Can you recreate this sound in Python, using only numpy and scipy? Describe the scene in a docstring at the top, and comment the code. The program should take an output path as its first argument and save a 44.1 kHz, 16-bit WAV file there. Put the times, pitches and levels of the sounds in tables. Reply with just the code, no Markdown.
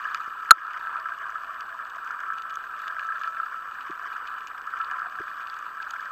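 """A boat motor knocks at idle far off: four noise bursts a turn over a patter of tiny ticks, rung by a watertight case.
Under it sit a low throb, one held case tone and single louder knocks; shrimp snap near and far as sizzling clicks,
and the grip thuds softly as short swelling sines.
Half a second in, one hard blow on the speargun rings it as decaying modes, overloads the microphone and ducks the gain.
Hiss and a faint whine lie underneath."""
import sys
import numpy as np
from scipy import signal
from scipy.fft import rfft, irfft, next_fast_len
from scipy.io import wavfile

SR = 44100
rng = np.random.default_rng(int(sys.argv[2]) if len(sys.argv) > 2 else 0)


def to_wav(sig):
    """Store sig (one row per channel, or 1-D mono) as 16-bit WAV at the path in sys.argv[1].

    Samples outside -1..1 are clipped; the rate is SR.
    """
    pcm = np.clip(np.atleast_2d(sig), -1, 1) * 32767
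    pcm = np.round(pcm).astype(np.int16)
    wavfile.write(sys.argv[1], SR, pcm.T)  # frames by channels


def gain_from_decibels(decibels):
    """Convert decibel values to linear amplitude factors."""
    exponent = np.asarray(decibels, float) / 20
    return 10 ** exponent


N = 269451  # samples


def rms_one(x):
    """Scale to unit rms."""
    return x / np.sqrt(np.mean(x ** 2) + 1e-20)


def in_time(rows):
    """Draw each column of a breakpoint table as a curve, one value a sample."""
    s, *columns = np.transpose(rows)
    return [np.interp(np.arange(N) / SR, s, column) for column in columns]


def resonate(x, hz, width_hz):
    """Two-pole resonance with a gain of about 1 at its top."""
    r = np.exp(-np.pi * width_hz / SR)
    feedback = [1, -2 * r * np.cos(2 * np.pi * hz / SR), r * r]
    return signal.lfilter([(1 - r * r) / 2, 0, (r * r - 1) / 2], feedback, x + 1e-18)


def drift(corner_hz):
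    """Slow random wander with unit rms: noise through two equal low-pass poles."""
    r = np.exp(-2 * np.pi * corner_hz / SR)
    wander = signal.lfilter([1], [1, -2 * r, r * r], rng.standard_normal(N + SR))
    return rms_one(wander[SR:])  # the first second lets the filter settle


# resonances of the air and walls of the case: [pitch_hz, width_hz, level_db]
CASE_MODES = [(350, 790, -35), (735, 110, -23), (1005, 86.5, -8.5), (1164, 98, -2), (1320.7, 104, 0),
              (1620, 155, -3), (1793, 270, -15.5), (1997, 95, -40.5), (2433, 180, -23.5),
              (2937, 135, -22.5), (3426, 330, -30), (4650, 500, -33.5), (6520, 1100, -41),
              (6740, 1700, -56), (11200, 2300, -61.5), (14400, 1760, -44.5)]


def case(x, low_hz=0, high_hz=SR):
    """The case's resonances in parallel, signs alternating, so that dips fall between them."""
    return sum((-1) ** k * gain_from_decibels(level_db) * resonate(x, hz, width_hz)
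               for k, (hz, width_hz, level_db) in enumerate(CASE_MODES) if low_hz <= hz < high_hz)


FLUTTER_DB, FLUTTER_HZ = 1.62, 48.4  # rms spread and corner of the drift


def fluttering_case(x):
    """The same resonances, each fed a little more or less from moment to moment."""
    out = 0
    for k, (hz, width_hz, level_db) in enumerate(CASE_MODES):
        fed = x * gain_from_decibels(FLUTTER_DB * drift(FLUTTER_HZ))
        out = out + (-1) ** k * gain_from_decibels(level_db) * resonate(fed, hz, width_hz)
    return out


# hiss spectrum ahead of the port's notch: [pitch_hz, level_db per Hz]
HISS_SPECTRUM = [(25, -94), (45, -90.5), (100, -97.5), (250, -95), (600, -91.5), (2000, -104), (6500, -109),
                 (10500, -109), (12500, -108), (15400, -101)]
WHINE_HZ, WHINE_RMS_DB = 7870, -65.5  # level ahead of the port's notch


def microphone_noise():
    """Smooth hiss and a faint steady whine of the electronics: shaped noise plus one sine."""
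    size = next_fast_len(N)
    hz = np.maximum(np.arange(size // 2 + 1) * SR / size, 1)
    curve_hz, curve_db = np.transpose(HISS_SPECTRUM)
    colour = gain_from_decibels(np.interp(np.log(hz), np.log(curve_hz), curve_db)) * np.sqrt(SR / 2)
    hiss = irfft(rfft(rng.standard_normal(size)) * colour, size)[:N]
    whine = np.sqrt(2) * np.sin(2 * np.pi * WHINE_HZ * np.arange(N) / SR)
    return hiss + gain_from_decibels(WHINE_RMS_DB) * whine


# soft contacts of the grip: [start_s, level_db, pitch_hz, length_s]
GRIP_THUDS = [(0.277, -44.5, 363, 0.0038), (0.567, -52, 328, 0.017), (3.895, -35.5, 350, 0.014),
              (3.896, -51, 174, 0.021), (5.196, -45.5, 110, 0.012), (5.197, -38, 540, 0.0028),
              (5.203, -35.5, 380, 0.012), (5.465, -62, 70, 0.012)]


def thuds():
    """Soft contacts: each a low sine of one to six cycles that swells and dies."""
    out = np.zeros(N)
    for start_s, level_db, hz, length_s in GRIP_THUDS:
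        t = np.arange(round(length_s * SR)) / SR
        at = round(start_s * SR)
        swell = np.sin(np.pi * t / length_s)
        out[at:at + len(t)] += gain_from_decibels(level_db) * swell * np.sin(2 * np.pi * hz * t)
    return out


# near snaps, weighed further by the parts below; the last three columns are relative to level_db:
# [start_s, level_db around 6.5 kHz, mid_db around 4.5 kHz, low_db below 3.2 kHz, top_db above 9 kHz]
NEAR_SNAPS = [(0.0427, -53, -3, 15, -21.5), (0.146, -33.5, 1, 4.5, -22), (0.1577, -53.5, 3, 18, -21),
              (0.173, -54, 4, 8, -21), (0.2097, -54, -7, 4, -30), (0.449, -54.5, -7, 13.5, -22),
              (0.6669, -52, 3, 7, -24), (0.7063, -56, 6, 20, -24), (0.7335, -49, -1, 10, -22),
              (0.9996, -49, 3, -2, -20), (1.186, -49, -7, 8, -22.5), (1.303, -48, -12, 1, -21),
              (1.544, -53, 4, 12.5, -21), (1.6073, -41.5, -2, 9, -20), (1.85, -52.5, 0, 1, -25),
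              (1.899, -51, 1, -4, -19), (1.9584, -56, 5, -2, -21), (2.0467, -48, -10, -9, -18),
              (2.075, -49.5, -3, 3, -23), (2.111, -48, -2, 5.5, -18), (2.204, -46, -8, -6, -20),
              (2.3355, -51, -9, 5, -18.5), (2.38, -47.5, -1, 3, -26), (2.384, -47, -2, 10, -24),
              (2.4214, -45, 0, 6, -23), (2.497, -50, -1, 12.5, -25), (2.5052, -50.5, 5.5, 7, -23.5),
              (2.5412, -50, -2, -2, -22.5), (2.5562, -39, -4, -7, -17), (2.588, -56, 0, 9, -22),
              (2.711, -57, -3, 4, -22), (2.7647, -54, -3, 10, -25), (2.7915, -47, -7, 2, -27.5),
              (2.877, -48, -3, 9, -19), (2.8803, -42, 3, 11, -19.5), (2.994, -51.5, 7, 19, -20.5),
              (3.0335, -53, -1, 13, -23.5), (3.0686, -48.5, -8, -2, -22.5), (3.1953, -51, -6, -6, -22.5),
              (3.2173, -51, -4, -4, -22), (3.235, -50.5, 4.5, 17, -20), (3.2753, -52, 4, 12, -23),
              (3.809, -54, 2.5, 11, -23), (3.909, -50, 3.5, 11, -21), (4.1664, -53, -4.5, 5, -17),
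              (4.2712, -55, 9.5, 12, -23), (4.2748, -50.5, 1.5, 17, -20), (4.285, -61, 0, 2, -23),
              (4.384, -50.5, 0, 4, -22), (4.4069, -58, 9, 14, -18), (4.431, -54, -2, 3, -24),
              (4.4717, -40.5, -4, 1, -29.5), (4.477, -50.5, 0, 10, -15), (4.6163, -52, -5, 1, -21.5),
              (4.6685, -49.5, -6, -5, -15.5), (4.7736, -48.5, -8, -3, -19), (4.7891, -49, -6, 1, -18),
              (4.814, -56, 10.5, 19, -24), (4.846, -58, 12, 16, -24), (4.9119, -48, 0, 9.5, -19),
              (4.9453, -58, 1, 9, -21), (4.9935, -50, -1, 2, -19), (5.0975, -59, 9, 11.5, -28),
              (5.231, -61, 8, 0, -19), (5.237, -71, 11, -10, -20), (5.3697, -54, 2, 6, -22),
              (5.4714, -52, 6.5, 14, -20), (5.4987, -57, 15, 5, -21), (5.542, -50, 4, -1, -21),
              (5.5646, -52, 3, 7, -20.5), (5.5891, -43.5, -11, -8, -23), (5.8235, -56, 10, 12, -21),
              (5.8275, -52, 10, 19, -21), (5.8491, -53.5, 2, 0, -21), (5.908, -32, -7, -7, -18.5),
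              (5.9343, -49, -10, -3, -18), (5.9397, -51, -1.5, -5, -20), (6.0067, -45, -3, 7, -21),
              (6.0548, -52, 7, 9, -26.5)]
# parts of the case that a snap rings: [low_hz, high_hz, level_db]
RUNG_PARTS = [(5500, 9000, 3.5), (3200, 5500, 5), (1900, 3200, -1.5), (9000, 20000, 8.5), (1, 1900, -5)]
# far snaps: base rate and level floor; the rate clumps by a drift in dB, the colour varies by part
FAR_SNAPS_PER_S, FAR_CLUMP_DB, FAR_CLUMP_HZ = 170, 2.5, 9.0
FAR_SNAP_DB, FAR_SNAP_SPREAD_DB, FAR_COLOUR_DB = -66.5, 3.5, 1
SIZZLE_S = .0013  # time to fade to 1/e


def snaps():
    """A collapsing bubble is a click with a short sizzle; each snap weighs the parts of the case its own way."""
    start_s, level_db, mid_db, low_db, top_db = np.transpose(NEAR_SNAPS)
    at = np.round(start_s * SR).astype(int)
    far = rng.random(N) < FAR_SNAPS_PER_S * gain_from_decibels(FAR_CLUMP_DB * drift(FAR_CLUMP_HZ)) / SR
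    far = far * gain_from_decibels(FAR_SNAP_DB + FAR_SNAP_SPREAD_DB * np.minimum(rng.exponential(1, N), 2))
    sizzle = rng.standard_normal(N)
    fade = np.exp(-1 / (SIZZLE_S * SR))
    out, unit = 0, signal.unit_impulse(999)
    near_weights_db = [0, mid_db, low_db, top_db, low_db]
    far_weights_db = [0.0, -4.0, 7.0, -23.5, 17.5]
    for (low_hz, high_hz, part_db), near_db, far_db in zip(RUNG_PARTS, near_weights_db, far_weights_db):
        clicks = far * gain_from_decibels(far_db + FAR_COLOUR_DB * np.clip(rng.standard_normal(N), -2, 1.5))
        clicks[at] = gain_from_decibels(level_db + near_db)
        clicks += 0.19 * sizzle * signal.lfilter([1], [1, -fade], clicks + 1e-18)
        # a unit click peaks at 1 in every part before the part's own level
        peak = np.abs(case(unit, low_hz, high_hz)).max()
        out = out + gain_from_decibels(part_db) * case(clicks, low_hz, high_hz) / peak
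    return out


# crankshaft speed: [start_s, speed_turns_per_s]
CRANK_SPEED = [(0, 16.54), (.197, 15.73), (.394, 16.52), (.788, 15.27), (1.183, 17.22), (1.774, 15.39),
               (1.971, 16.06), (2.562, 14.55), (3.154, 16.34), (3.745, 15.31), (4.139, 16.41),
               (4.533, 15.07), (4.73, 15.49), (5.519, 16.05), (5.716, 16.11), (6.11, 16.57)]


def crank_turns():
    """Turns of the crankshaft so far, the running sum of its uneven idle speed."""
    return np.cumsum(in_time(CRANK_SPEED)[0]) / SR


BURST_SPREAD_DB, BURST_JITTER_S = 0.5, 0.00095


def bursts(turns, place_turns, fade_s):
    """One dying burst of noise every two turns, a little uneven in time and strength."""
    cycles = np.arange(0, turns[-1] - place_turns, 2)
    chance = rng.standard_normal((len(cycles), 2))
    at = np.interp(cycles + place_turns, turns, np.arange(N)) + chance[:, 0] * BURST_JITTER_S * SR
    starts = np.zeros(N)
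    starts[np.clip(at, 0, N - 1).astype(int)] = gain_from_decibels(BURST_SPREAD_DB * chance[:, 1])
    envelope = signal.lfilter([1], [1, -np.exp(-1 / (fade_s * SR))], starts + 1e-18)
    return envelope * rng.standard_normal(N)


KNOCK_Q, KNOCK_BROAD_DB = 2.4, -12.5


def knock_colour(x, hz):
    """A knock favours one region and carries a weaker broad part."""
    width_hz = hz / KNOCK_Q
    favoured = resonate(x, hz, width_hz) * width_hz ** -.5
    return favoured + gain_from_decibels(KNOCK_BROAD_DB) * x * 1000 ** -.5


# knocks of the four-stroke cycle, levels relative: [place_turns (0-2), level_db, pitch_hz, fade_s]
KNOCK_CYCLE = [(0.212, -9, 1180, 0.0056), (0.384, -1.5, 2413, 0.0037), (0.725, -9.5, 1008, 0.0022),
               (0.902, -4, 1520, 0.0048), (1.217, -3.5, 1237, .0025), (1.382, -1, 2155, 0.011),
               (1.723, -5.5, 1050, 0.0016), (1.902, -4, 1620, 0.013)]


def cycle_knocks(turns):
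    """Eight coloured noise bursts every two turns, each at its own place in the cycle."""
    return sum(gain_from_decibels(level_db) * knock_colour(bursts(turns, place_turns, fade_s), hz)
               for place_turns, level_db, hz, fade_s in KNOCK_CYCLE)


TICKS_PER_S, TICK_SPREAD_DB = 1300, 2


def patter():
    """The wash: a dense patter of tiny distant ticks of random size and sign."""
    sizes = gain_from_decibels(TICK_SPREAD_DB * np.minimum(rng.exponential(1, N), 4))
    return (rng.random(N) < TICKS_PER_S / SR) * sizes * rng.choice([-1, 1], N)


# centre pitch of the low throb: [start_s, pitch_hz]
THROB_CURVE = [(0, 671.8), (1.0, 661), (3.5, 670), (4.7, 771), (5.05, 735), (5.3, 668), (6.11, 652)]
THROB_PLACE_TURNS, THROB_WIDTH_HZ, THROB_FADE_S = 1.48, 80, 0.083
THROB_WANDER_HZ, THROB_WANDER_CORNER_HZ = 8, 4.3  # rms spread and corner of the drift


def low_throb(turns):
    """One narrow band of burst noise a cycle, carried on a wandering pitch, at unit rms."""
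    narrow = signal.butter(2, THROB_WIDTH_HZ / 2, fs=SR, output="sos")
    pitch_hz = in_time(THROB_CURVE)[0] + THROB_WANDER_HZ * drift(THROB_WANDER_CORNER_HZ)
    phase = 2 * np.pi * np.cumsum(pitch_hz) / SR
    throb = 0
    for wave in (np.cos, np.sin):
        burst = bursts(turns, THROB_PLACE_TURNS, THROB_FADE_S)
        throb = throb + signal.sosfilt(narrow, burst) * wave(phase)
    return rms_one(throb)


# level of the held case tone: [start_s, level_db]
RING_LEVEL = [(0, -46.5), (.6, -44.5), (2.0, -46), (2.4, -38.5), (2.85, -51), (3.1, -41), (3.3, -33.5),
              (3.55, -40), (3.7, -53), (4.3, -48.5), (4.7, -45), (6.11, -49)]
RING_HZ, RING_WIDTH_HZ = 1318, 32  # width of each of two passes


def case_ring(water):
    """The motor excites one sharp resonance of the case, filtered twice to narrow it."""
    once = resonate(water, RING_HZ, RING_WIDTH_HZ)
    ring = resonate(once, RING_HZ, RING_WIDTH_HZ)
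    return gain_from_decibels(in_time(RING_LEVEL)[0]) * rms_one(ring)


# motor as it arrives: [start_s, level_db, tilt_db (added to highs, taken from lows), throb_db]
MOTOR_LEVELS = [(0, -32.5, -1, -82), (.3, -38, 0, -72.5), (.65, -33, -3.5, -71), (1.0, -36, -5, -63),
                (1.8, -38.5, -4, -60.5), (2.25, -38, -6, -73.5), (2.9, -36.5, -0.5, -61),
                (3.4, -36.5, 2, -61.5), (3.65, -38, -0.5, -72), (4.1, -35.5, -1, -65),
                (4.55, -37.5, -3, -79), (4.8, -36.5, -5, -62.5), (5.1, -37, -3, -55.5),
                (5.56, -37.5, -0.5, -72.5), (6.11, -37, -3, -69)]
WASH_DB = 1.5  # patter against knocks
SWELL_DB, SHIFT_DB, SWELL_HZ = 0.7, 1.5, 3.6  # rms spread of level and tilt, corner of both drifts


def motor():
    """Knocks and patter rung by the case, swelling and tilting on the way, plus throb and held tone."""
    turns = crank_turns()
    knocks, wash = cycle_knocks(turns), patter()
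    level_db, tilt_db, throb_db = in_time(MOTOR_LEVELS)
    level_db = level_db + SWELL_DB * drift(SWELL_HZ)
    tilt_db = tilt_db + SHIFT_DB * drift(SWELL_HZ)
    # balance the two by how loud each comes out of the case
    mix = knocks / case(knocks).std() + gain_from_decibels(WASH_DB) * wash / case(wash).std()
    water = rms_one(fluttering_case(mix))
    # the path through the water shifts: lows and highs trade strength slowly
    lows = signal.sosfilt(signal.butter(1, 1400, fs=SR, output="sos"), water)
    tilted = gain_from_decibels(-tilt_db) * lows + gain_from_decibels(tilt_db) * (water - lows)
    return gain_from_decibels(level_db) * tilted + gain_from_decibels(throb_db) * low_throb(turns) + case_ring(water)


# knocks that stand out of the cycle: [start_s, level_db, upper_db (upper region's part, at most 0), fade_s]
SINGLE_KNOCKS = [(0.0525, -18.5, -1.5, 0.027), (0.1446, -17.5, -2.5, 0.0062), (0.258, -24.5, -19, 0.0056),
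                 (0.8688, -22, 0, 0.0043), (1.057, -23.5, -4.5, 0.0084), (1.293, -22, -7, 0.0033),
                 (1.354, -25, -1.5, 0.013), (1.796, -25, -8, 0.0049), (2.1043, -20, -21, 0.004),
                 (2.3211, -22, 2, 0.005), (2.569, -24, -12, 0.0039), (2.7387, -25.5, -3, 0.0033),
                 (2.8668, -20.5, -2.5, 0.02), (2.897, -24, -1, 0.0056), (2.9827, -24.5, -9, 0.0044),
                 (2.9936, -21, 4, 0.0097), (3.025, -24.5, 0.5, 0.005), (3.045, -32, 0, 0.0035),
                 (3.087, -21.5, 0, 0.0048), (3.102, -21.5, -12, 0.003), (3.1197, -22, 3, 0.0044),
                 (3.153, -25.5, -1, 0.005), (3.2114, -22, -4, 0.019), (3.242, -20, -3, 0.0045),
                 (3.273, -22, -16, 0.0041), (3.3691, -20.5, -1, 0.0081), (3.3983, -17, -24, 0.0041),
                 (3.4299, -22, -23, 0.0041), (3.462, -21.5, -6, 0.0056), (3.523, -23.5, -15.5, 0.0063),
                 (3.5415, -22.5, -17, 0.005), (4.012, -30, 1, 0.0099), (4.6701, -23.5, -6, 0.0076),
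                 (4.7349, -19.5, -11, 0.0043), (4.8, -21, -6.5, 0.0055), (4.9116, -18.5, -1.5, 0.0066),
                 (5.185, -26.5, 1, 0.0037), (5.8001, -24, 2.5, 0.0061), (5.8667, -25, -2.5, 0.0055),
                 (5.9351, -24.5, -5.5, 0.012), (5.993, -26, -0.5, 0.013), (6.0736, -30, -17, 0.0042)]
LOWER_HZ, UPPER_HZ, REGION_WIDTH_HZ = 1367, 1630, 220
LOUD_CLICK, LOUD_RISE_S = 17.6, 0.00068  # click in units of the noise's spread; rise of the noise


def loud_knocks():
    """A soft click and a few milliseconds of noise, shared between two regions of the case."""
    out, length = np.zeros(N), 3000
    t = np.arange(length) / SR
    noises = rng.standard_normal((len(SINGLE_KNOCKS), length))
    for (start_s, level_db, upper_db, fade_s), noise in zip(SINGLE_KNOCKS, noises):
        noise = noise * np.exp(-t / fade_s) * (1 - np.exp(-t / LOUD_RISE_S))
        noise[0] = LOUD_CLICK
        lower, upper = (case(resonate(resonate(noise, hz, REGION_WIDTH_HZ), hz, 570))
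                        for hz in (LOWER_HZ, UPPER_HZ))
        share = min(gain_from_decibels(upper_db), 1)
        heard = np.sqrt(1 - share ** 2) * lower / np.abs(lower).max() + share * upper / np.abs(upper).max()
        at = round(start_s * SR)
        out[at:at + length] += (gain_from_decibels(level_db) * heard)[:N - at]
    return out


# modes the gun rings with, far above full scale at first: [pitch_hz, level_db, t60_s]
GUN_MODES = [(1407.5, 55.13, .00956), (1482.5, 37.12, .01311), (1348, 26.69, .02727), (1314, -.69, .0858),
             (1590.2, 11.43, .02014), (1592.3, 59.73, .00299)]
BLOW_S = .508633


def blow():
    """One sharp hit starts every mode of the gun at once, each an eighth of a turn past its top."""
    t = np.arange(N) / SR - BLOW_S
    rings = sum(gain_from_decibels(level_db - 60 * np.abs(t) / t60_s) * np.cos(2 * np.pi * hz * t + np.pi / 4)
                for hz, level_db, t60_s in GUN_MODES)
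    onset = np.clip(t * SR / 2 + .5, 0, 1)  # opens over two samples
    return onset * rings


PORT_NOTCH_HZ, PORT_NOTCH_Q = 9020, 1.78


def scene():
    """All sound at the microphone, whose port cancels a band of treble."""
    heard = microphone_noise() + thuds() + snaps() + motor() + loud_knocks() + blow()
    return signal.lfilter(*signal.iirnotch(PORT_NOTCH_HZ, PORT_NOTCH_Q, SR), heard)[None, :]


def top_cut(x):
    """Nothing passes above the cut-off."""
    return signal.sosfilt(signal.butter(12, 15500, fs=SR, output="sos"), x)


DUCK_DB_PER_DB, DUCK_FROM_DB, DUCK_ATTACK_S, DUCK_RELEASE_S = .85, -9.5, .0035, .17
TOP_HZ = 15050  # top of the pass band


def record(dry):
    """Gain control ducks after a loud sound and creeps back; the converter clips; the top is cut."""
    t = np.arange(N) / SR
    peak_db = 20 * np.log10(np.minimum(np.abs(dry[0]), 1) + 1e-9)
    over_db = np.maximum(peak_db - DUCK_FROM_DB, 0) * DUCK_DB_PER_DB
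    # peak hold with an exponential release, then a one-pole attack
    held = np.exp(np.maximum.accumulate(np.log(over_db + 1e-6) + t / DUCK_RELEASE_S) - t / DUCK_RELEASE_S)
    r = np.exp(-1 / (DUCK_ATTACK_S * SR))
    duck_db = signal.lfilter([1 - r], [1, -r], held)
    clipped = np.clip(dry * gain_from_decibels(-duck_db), -1, 1)
    passed = signal.sosfiltfilt(signal.butter(8, TOP_HZ, fs=SR, output="sos"), clipped)
    return top_cut(np.clip(passed, -1, 1))


dry = scene()
out = record(dry)
to_wav(out)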